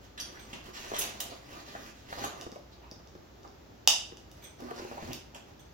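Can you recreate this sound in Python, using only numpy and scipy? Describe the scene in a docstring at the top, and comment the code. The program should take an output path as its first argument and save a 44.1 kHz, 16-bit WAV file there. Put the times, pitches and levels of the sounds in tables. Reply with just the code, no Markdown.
"""Stiff fabric rubs and crumples as a rope bag is cinched shut by hand, a few steps away in a garage.
Webbing slides through in tiny slips, metal climbing hardware clinks on the harness, fingers scuff
the cloth and panels pop over. A hollow plastic buckle ticks, then snaps home, the loudest sound.
The bare block walls ring briefly after every sound, over a low rumble, a faint hum and hiss."""
import sys
import numpy as np
from scipy import signal
from scipy.fft import rfft, irfft
from scipy.io import wavfile
from scipy.ndimage import uniform_filter1d

SR = 44100
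rng = np.random.default_rng(int(sys.argv[2]) if len(sys.argv) > 2 else 0)


def pcm_store(signal):
    """Save signal as 16-bit PCM."""
    levels = np.round(np.clip(np.atleast_2d(signal), -1, 1) * 32767)
    wavfile.write(sys.argv[1], SR, levels.astype(np.int16).T)


N = 252853
TIME = np.arange(N) / SR

# hands shift the bag: (start [s], length [s], relative crumpling [dB], relative rubbing [dB])
HAND_MOVES = [(0, 0.054, -64, -60.5), (0.164, 0.4, -55, -58), (0.481, 0.1, -51.5, -56.5),
              (0.628, .06, -50, -52.5), (0.726, 0.21, -53.5, -48.5), (0.898, 0.21, -43.5, -51),
              (1.12, 0.25, -52, -54.5), (1.4, .1, -65, -59), (1.481, 0.13, -47, -52),
              (1.647, 0.24, -50.5, -53), (1.937, 0.17, -62, -61), (2.078, 0.13, -50, -47),
              (2.172, 0.096, -42, -45.5), (2.298, 0.13, -46.5, -54.5), (2.465, 0.16, -61, -73.5),
              (3.431, 0.023, -45.5, -67), (4.348, 0.12, -56, -62.5), (4.58, 0.24, -47.5, -57),
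              (4.738, 0.29, -47, -54.5), (5.009, 0.14, -47, -50.5), (5.334, 0.041, -47, -66),
              (5.454, 0.046, -57, -64)]
# two tones of the panels, loose and then taut, each: (frequency [Hz], level [dB])
PANEL_TONES = [
    [(53, -31), (90, 1), (156, 0.5), (382, 6), (425, -3.5), (706, 4), (960, -5.5), (1190, 3), (1710, -20.5),
     (2200, -17), (2860, -42), (4840, -120)],
    [(53, -39.5), (90, -9.5), (177, -25), (241, 8), (275, -5.5), (352, 9), (433, -9), (568, -0.5),
     (1020, -7), (2000, -16.5), (2600, -53), (4400, -120)],
]
# cloth rubbing as heard, its quiet treble muffled above about 7.5 kHz: (frequency [Hz], level [dB])
HEARD_RUB_TONE = [(300, 1), (900, 1), (1600, 2.5), (3500, -0.5), (6700, -3), (8200, -16.5), (10500, -15.5),
                  (15500, -11)]
# low rumble and background hiss, the hiss dipping sharply near 8 kHz: (frequency [Hz], level [dB])
BACKGROUND_TONE = [(12, -51), (20, -43), (60, 0.5), (222, -7.5), (357, -6.5), (472, -9.5), (923, -13.5),
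                   (1060, -18.5), (1190, -16.5), (2390, -23), (6010, -26), (7520, -32.5), (8180, -50),
                   (14700, -33.5), (16000, -37)]
# quick slides of strap and rope: (time [s], level [dB], fade [s], brightness [dB per octave])
STRAP_SLIDES = [(0.176, -40.5, 0.017, -3), (0.528, -45.5, 0.028, -5.5), (.747, -51.5, 0.03, -1),
                (.942, -38, 0.052, -2), (.984, -23, 0.015, 16.5), (1.009, -30, 0.013, 2.5),
                (1.202, -33.5, 0.0049, 5), (2.236, -37.5, .009, 3), (5.345, -43, 0.008, -1)]
# tone of sliding webbing: (frequency [Hz], level [dB])
WEBBING_TONE = [(200, -2), (450, -14), (800, 4.5), (1800, 6), (3300, 13), (4800, 2.5), (6600, 8.5),
                (9000, -7), (12500, -3), (15500, -9.5)]
# metal touches: (time [s], level [dB], piece [0 carabiner, 1 ring], brightness [dB per octave])
METAL_CLINKS = [(.2, -36.5, 0, 5.5), (.394, -51, 1, 0.5), (4.426, -54, 1, 0), (4.439, -50.5, 1, 0),
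                (5.595, -56.5, 1, -1)]
# the notes a carabiner rings with: (frequency [Hz], level [dB], time to fade by 60 dB [s])
CARABINER_NOTES = [(3290, -6, .1), (4610, -4, 0.071), (4640, -5, 0.076), (5630, -1.5, 0.074),
                   (5916, -4.5, 0.078), (9400, -23, 0.18), (10670, -24, .16), (13070, -25, .12)]
# the notes of a metal ring: (frequency [Hz], level [dB], time to fade by 60 dB [s])
RING_NOTES = [(2310, -4.5, 0.12), (3410, -5, .1), (6150, -2, 0.1), (8230, -7, 0.16), (9300, -19, 0.14),
              (14200, -8, 0.1)]
# fingers and rope scuff the cloth: (middle time [s], level [dB], pitch [Hz])
CLOTH_SCUFFS = [(.36, -55, 1490), (0.768, -54, 3570), (.96, -44, 1270), (1.0, -53, 375), (1.03, -45, 740),
                (1.75, -53.5, 1530), (2.19, -45.5, 850), (2.235, -44.5, 282), (2.242, -43.5, 1520),
                (2.254, -44, 720), (2.737, -64.5, 4270), (2.85, -64, 2530), (2.853, -55.5, 995),
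                (4.68, -54, 1200), (4.778, -55, 5300), (5.1, -45, 125), (5.125, -51.5, 2680)]
# the bag's panels give way: (time [s], level [dB], pitch [Hz])
PANEL_POPS = [(0.917, -29.5, 550), (.936, -31.5, 620), (1.751, -35.5, 640), (2.127, -31.5, 1280),
              (2.221, -37, 400), (2.24, -27, 775), (2.465, -35.5, 336), (2.523, -39.5, 354),
              (2.559, -39.5, 600), (2.917, -41.5, 370), (3.152, -43, 338), (4.121, -41.5, 360),
              (4.622, -37, 356), (4.709, -36.5, 1210), (4.712, -37, 415), (4.795, -35, 370),
              (4.821, -39, 350), (4.849, -37, 375), (4.913, -35.5, 465), (4.979, -38, 740),
              (5.025, -35.5, 231), (5.051, -41.5, 92), (5.085, -38, 249)]
# tone of a fold flicking over: (frequency [Hz], level [dB])
CREASE_TONE = [(100, -27), (500, 8), (1200, 11), (2600, -10), (5000, -19.5), (12000, -29)]
# buckle ticks and snap: (time [s], level [dB], tone narrowing [dB per octave squared], added crack [dB])
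BUCKLE_CLICKS = [(1.202, -37.5, -3.5, -5), (1.206, -43.5, -12, 12), (2.412, -38.5, 0, -19),
                 (2.517, -46.5, 19, -17), (2.913, -42.5, 60, -19), (3.0735, -53, 14, -31),
                 (3.152, -61, 35, -21), (3.432, -56, 9, -25), (3.4764, -54.5, 22, -26),
                 (3.8753, -8.5, 0, -15), (4.171, -47, -3.5, -30), (4.315, -51.5, -4, -5),
                 (4.605, -55, -1, -3), (5.132, -35, 8, -6.5)]
# tone of the hollow plastic buckle: (frequency [Hz], level [dB])
BUCKLE_TONE = [(120, -34), (430, -20), (850, -3.5), (1450, -17), (2380, -14), (2850, 4), (3280, -6),
               (3680, 2.5), (4230, -21), (4600, 0), (5550, .5), (6750, -3), (8300, -15), (15500, -22)]
# tone of the bare crack where plastic meets plastic: (frequency [Hz], level [dB])
CRACK_TONE = [(100, -27.5), (400, -19.5), (850, 0), (1500, -20), (3000, -22), (8000, -1.5), (11000, -2),
              (15500, 8)]
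# how alike left and right are for sound from all around: (frequency [Hz], likeness [0 to 1])
STEREO_LIKENESS = [(60, 0.72), (140, 0.98), (260, 0.69), (500, 0), (1000, 0), (16000, 0.22)]
# how long the walls ring: (frequency [Hz], time to fade by 60 dB [s])
ECHO_TIMES = [(120, 0.13), (400, 0.51), (1000, 0.36), (3000, 0.44), (6000, 0.36), (10000, 0.33),
              (16000, 0.14)]


def gain_of(db):
    """Turns decibels into a number to multiply by."""
    return 10 ** (np.asarray(db) / 20)


def evened(x):
    """Scales a sound to an average strength (rms) of 1."""
    return x / np.sqrt(np.mean(x ** 2) + 1e-20)


def even_hit(x):
    """Scales a hit so that its loudest two milliseconds have strength 1."""
    return x / np.sqrt(uniform_filter1d(x ** 2, 88, mode="constant").max())


def look_up(table, hz):
    """Reads between a table's rows, with frequency spaced in octaves."""
    row_hz, value = np.transpose(table)
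    return np.interp(np.log(hz + 1), np.log(row_hz + 1), value)


def colour(x, tone, tilt_db=0):
    """Gives a sound a tone, tilted by tilt_db for each octave above 800 Hz."""
    hz = np.fft.rfftfreq(x.shape[-1], 1 / SR)
    octaves = np.log2(np.maximum(hz, 800) / 800)
    return irfft(rfft(x) * gain_of(look_up(tone, hz) + tilt_db * octaves), x.shape[-1])


def resonate(x, pitch, width):
    """Keeps the sound near one pitch; width is a fraction of that pitch."""
    hz = np.fft.rfftfreq(len(x), 1 / SR)
    return evened(irfft(rfft(x) / (1 + ((hz - pitch) / (width * pitch)) ** 2), len(x)))


def ring_after_hit(db):
    """The spectrum of a body with this tone that rings only after it is hit."""
    log_gain = np.maximum(db, -100) * np.log(10) / 20
    mirrored = np.concatenate([log_gain, log_gain[-2:0:-1]])
    return np.exp(np.conj(signal.hilbert(mirrored)))[:len(db)]


def add(mix, start_s, sound):
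    """Mixes a sound in at a time."""
    part = mix[max(round(start_s * SR), 0):][:len(sound)]
    part += sound[:len(part)]


def wander(per_s):
    """A smooth random curve that changes about so often a second."""
    hz = np.fft.rfftfreq(N, 1 / SR)
    return evened(irfft(rfft(rng.standard_normal(N)) / (1 + (hz / per_s) ** 4), N))


def slips(per_s, spread_db, clump_db):
    """Friction as tiny slips of uneven size that come in clumps."""
    size = gain_of(spread_db * np.minimum(rng.exponential(1, N), 4)) * rng.standard_normal(N)
    slipping = rng.random(N) < per_s / SR
    return evened(size * slipping * gain_of(clump_db * wander(77)))


def all_around(pair):
    """Makes two noises seem to come from all around: alike in the bass, unlike in the treble."""
    left, other = rfft(pair)
    alike = look_up(STEREO_LIKENESS, np.fft.rfftfreq(pair.shape[1], 1 / SR))
    right = alike * left + np.sqrt(1 - alike ** 2) * other
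    return irfft(np.array([left, right]), pair.shape[1])


def fabric(grab_s=0.018, settle_s=0.017, taut_from_s=3.5, crumple_trim_db=-6.5, rub_trim_db=-3.0):
    """Panels crumple in coarse dull grains while the weave rubs in fine bright ones."""
    coarse = slips(per_s=1600, spread_db=1.0, clump_db=4.0)
    fine = evened(colour(slips(per_s=7000, spread_db=2.5, clump_db=1.5), HEARD_RUB_TONE))
    crumpling, rubbing = gain_of(-65.5), gain_of(-85.5)  # the bag never hangs quite still
    for start, length, crumple_db, rub_db in HAND_MOVES:
        grab = np.clip((TIME - start) / grab_s, 0, 1)
        pull = grab * np.exp(-np.maximum(TIME - start - length, 0) / settle_s)
        crumpling = np.hypot(crumpling, gain_of(crumple_db) * pull)
        rubbing = np.hypot(rubbing, gain_of(rub_db) * pull)
    loose, taut = (evened(colour(coarse, tone)) for tone in PANEL_TONES)
    panels = np.where(TIME < taut_from_s, loose, taut)
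    return gain_of(crumple_trim_db) * crumpling * panels + gain_of(rub_trim_db) * rubbing * fine


def folds(x, patchy_db=2.5):
    """Shifting folds favour now one band of pitches, now another."""
    bands = signal.stft(x, SR, nperseg=256, noverlap=192)[2]
    drift = uniform_filter1d(rng.standard_normal(bands.T.shape), size=28, axis=0)  # smooth in time
    patches = evened(uniform_filter1d(drift, size=4, axis=1)).T  # and in pitch
    return signal.istft(bands * gain_of(patchy_db * patches), SR, nperseg=256, noverlap=192)[1][:N]


def background(noise_db=-54.5, hum_hz=57.2, hum_db=-62.5):
    """A low rumble, a faint mains hum and background hiss."""
    noise = evened(colour(all_around(rng.standard_normal((2, N))), BACKGROUND_TONE))
    hum = np.sqrt(2) * np.sin(2 * np.pi * hum_hz * TIME + 0.14 * wander(4.2))
    return gain_of(noise_db) * noise + gain_of(hum_db) * hum


def garage(x, echo_db, lag_s, right_db, build_s=0.0011):
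    """The direct sound reaches the right side first; dense wall echoes follow, dying band by band."""
    bounces = rng.choice([-1., 1.], (2, SR)) * (rng.random((2, SR)) < 1 / 8)
    hz, t, bands = signal.stft(all_around(bounces), SR, nperseg=256)
    fade = gain_of(-60 * t / look_up(ECHO_TIMES, hz)[:, None])
    tail = signal.istft(bands * fade, SR, nperseg=256)[1]
    tail *= 1 - np.exp(-(TIME[:tail.shape[1]] / build_s) ** 2)
    tail /= np.linalg.norm(tail, axis=1, keepdims=True)
    echoes = signal.fftconvolve(x[None], tail, axes=1)[:, :N]
    late_left = irfft(rfft(x) * np.exp(-2j * np.pi * np.fft.rfftfreq(N, 1 / SR) * lag_s), N)
    balance = gain_of([[-right_db / 2], [right_db / 2]])
    return (np.array([late_left, x]) + gain_of(echo_db) * echoes) * balance


def straps(rise_s=0.0032):
    """Each slide is a short rush of slips, brighter the faster the webbing runs."""
    out, t = np.zeros(N), np.arange(SR // 3) / SR
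    friction = slips(per_s=7500, spread_db=0.5, clump_db=4.0)
    for start, db, fade_s, tilt_db in STRAP_SLIDES:
        rush = evened(colour(friction[round(start * SR):][:len(t)], WEBBING_TONE, tilt_db))
        stroke = np.minimum(t / rise_s, 1) * np.exp(-np.maximum(t - rise_s, 0) / fade_s)
        add(out, start, gain_of(db) * rush * stroke[:len(rush)])
    return out


def hardware(knock_db=4, knock_fade_s=0.0016, chatter=0.97):
    """Metal pieces touch: a hard first instant, then a thin ring that chatters against its neighbours."""
    out, t = np.zeros(N), np.arange(SR // 2) / SR
    knock = 1 + gain_of(knock_db) * np.exp(-t / knock_fade_s)
    for start, db, is_ring, tilt_db in METAL_CLINKS:
        hz, note_db, ring_s = np.transpose(RING_NOTES if is_ring else CARABINER_NOTES)[:, :, None]
        loudness = gain_of(note_db + tilt_db * np.log2(hz / hz[0]) - 60 * t / ring_s)
        notes = loudness * np.sin(2 * np.pi * hz * t)
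        notes *= 1 + chatter * evened(uniform_filter1d(rng.standard_normal(notes.shape), size=130))
        add(out, start, gain_of(db) * even_hit(notes.sum(0) * knock))
    return out


def scuffs(length_s=0.078):
    """Light strokes over taut cloth: slips that sing around one pitch."""
    out, stroke = np.zeros(N), np.hanning(round(length_s * SR))
    friction = slips(per_s=5000, spread_db=3, clump_db=-4.5)
    for middle, db, hz in CLOTH_SCUFFS:
        sung = resonate(friction[round(middle * SR):][:len(stroke)], hz, width=0.25)
        add(out, middle - length_s / 2, gain_of(db) * sung * stroke)
    return out


def panel_pops(rough=0.98, rise_s=0.00029, ring_cycles=21.5, flick_fade_s=0.0045):
    """A stiff panel pops over: the crease flicks, then a short low note with a rough puff around it."""
    out, t = np.zeros(N), np.arange(SR // 4) / SR
    for start, db, hz in PANEL_POPS:
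        puff = resonate(rng.standard_normal(len(t)), hz, width=0.53)
        loudness = (1 - np.exp(-t / rise_s)) * gain_of(-60 * t * hz / ring_cycles)
        note = (np.sin(2 * np.pi * hz * t) + rough * puff) * loudness
        flick = colour(rng.standard_normal(len(t)), CREASE_TONE) * np.exp(-t / flick_fade_s)
        flick_db = -6.5 + 5 * np.log2(hz / 403)  # smaller, higher folds flick harder
        add(out, start, gain_of(db) * even_hit(even_hit(note) + gain_of(flick_db) * even_hit(flick)))
    return out


def buckle(prong_hz=4900, scrape_s=0.001165, crack_fade_s=0.0041):
    """The prongs scrape and land: a crack, and a plastic body that dies within milliseconds."""
    body, cracks, t = np.zeros(N), np.zeros(N), np.arange(SR // 30) / SR
    hz = np.fft.rfftfreq(len(t), 1 / SR)
    for start, db, narrow_db, crack_db in BUCKLE_CLICKS:
        # a light touch wakes mostly the prongs, so pitches far from theirs are cut
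        cut_db = max(narrow_db, 0) * np.log2((hz + 1) / prong_hz) ** 2
        ring = ring_after_hit(look_up(BUCKLE_TONE, hz) - cut_db)
        # each pitch is set ringing at its own instant of the scrape
        delay_s = np.interp(hz, np.linspace(0, SR / 2, 40), scrape_s * rng.random(40))
        click = irfft(ring * np.exp(-2j * np.pi * np.cumsum(delay_s) * hz[1]))
        crack = rng.standard_normal(len(t)) * np.exp(-t / crack_fade_s)
        add(body, start, gain_of(db) * even_hit(click))
        add(cracks, start, gain_of(db + crack_db) * even_hit(crack))
    return body + colour(cracks, CRACK_TONE)


def scene():
    """Soft and hard sounds of the bag in the garage."""
    rustle = garage(folds(fabric() + straps()) + scuffs(), echo_db=1.0, lag_s=0.000379, right_db=2.0)
    pops = garage(panel_pops(), echo_db=-6, lag_s=0.000367, right_db=-1.0)
    ticks = garage(buckle(), echo_db=-0.5, lag_s=0.00002, right_db=1.5, build_s=0.0047)
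    clinks = garage(hardware(), echo_db=6.5, lag_s=0.00002, right_db=2.5)
    return rustle + pops + ticks + clinks + background()


def record(dry):
    """Caps the peaks at full scale and cuts the treble above 16150 Hz."""
    treble_cut = signal.firwin(401, 16150, window=("kaiser", 10), fs=SR)
    return signal.oaconvolve(np.clip(dry, -1, 1), treble_cut[None], "same")


dry = scene()
out = record(dry)
pcm_store(out)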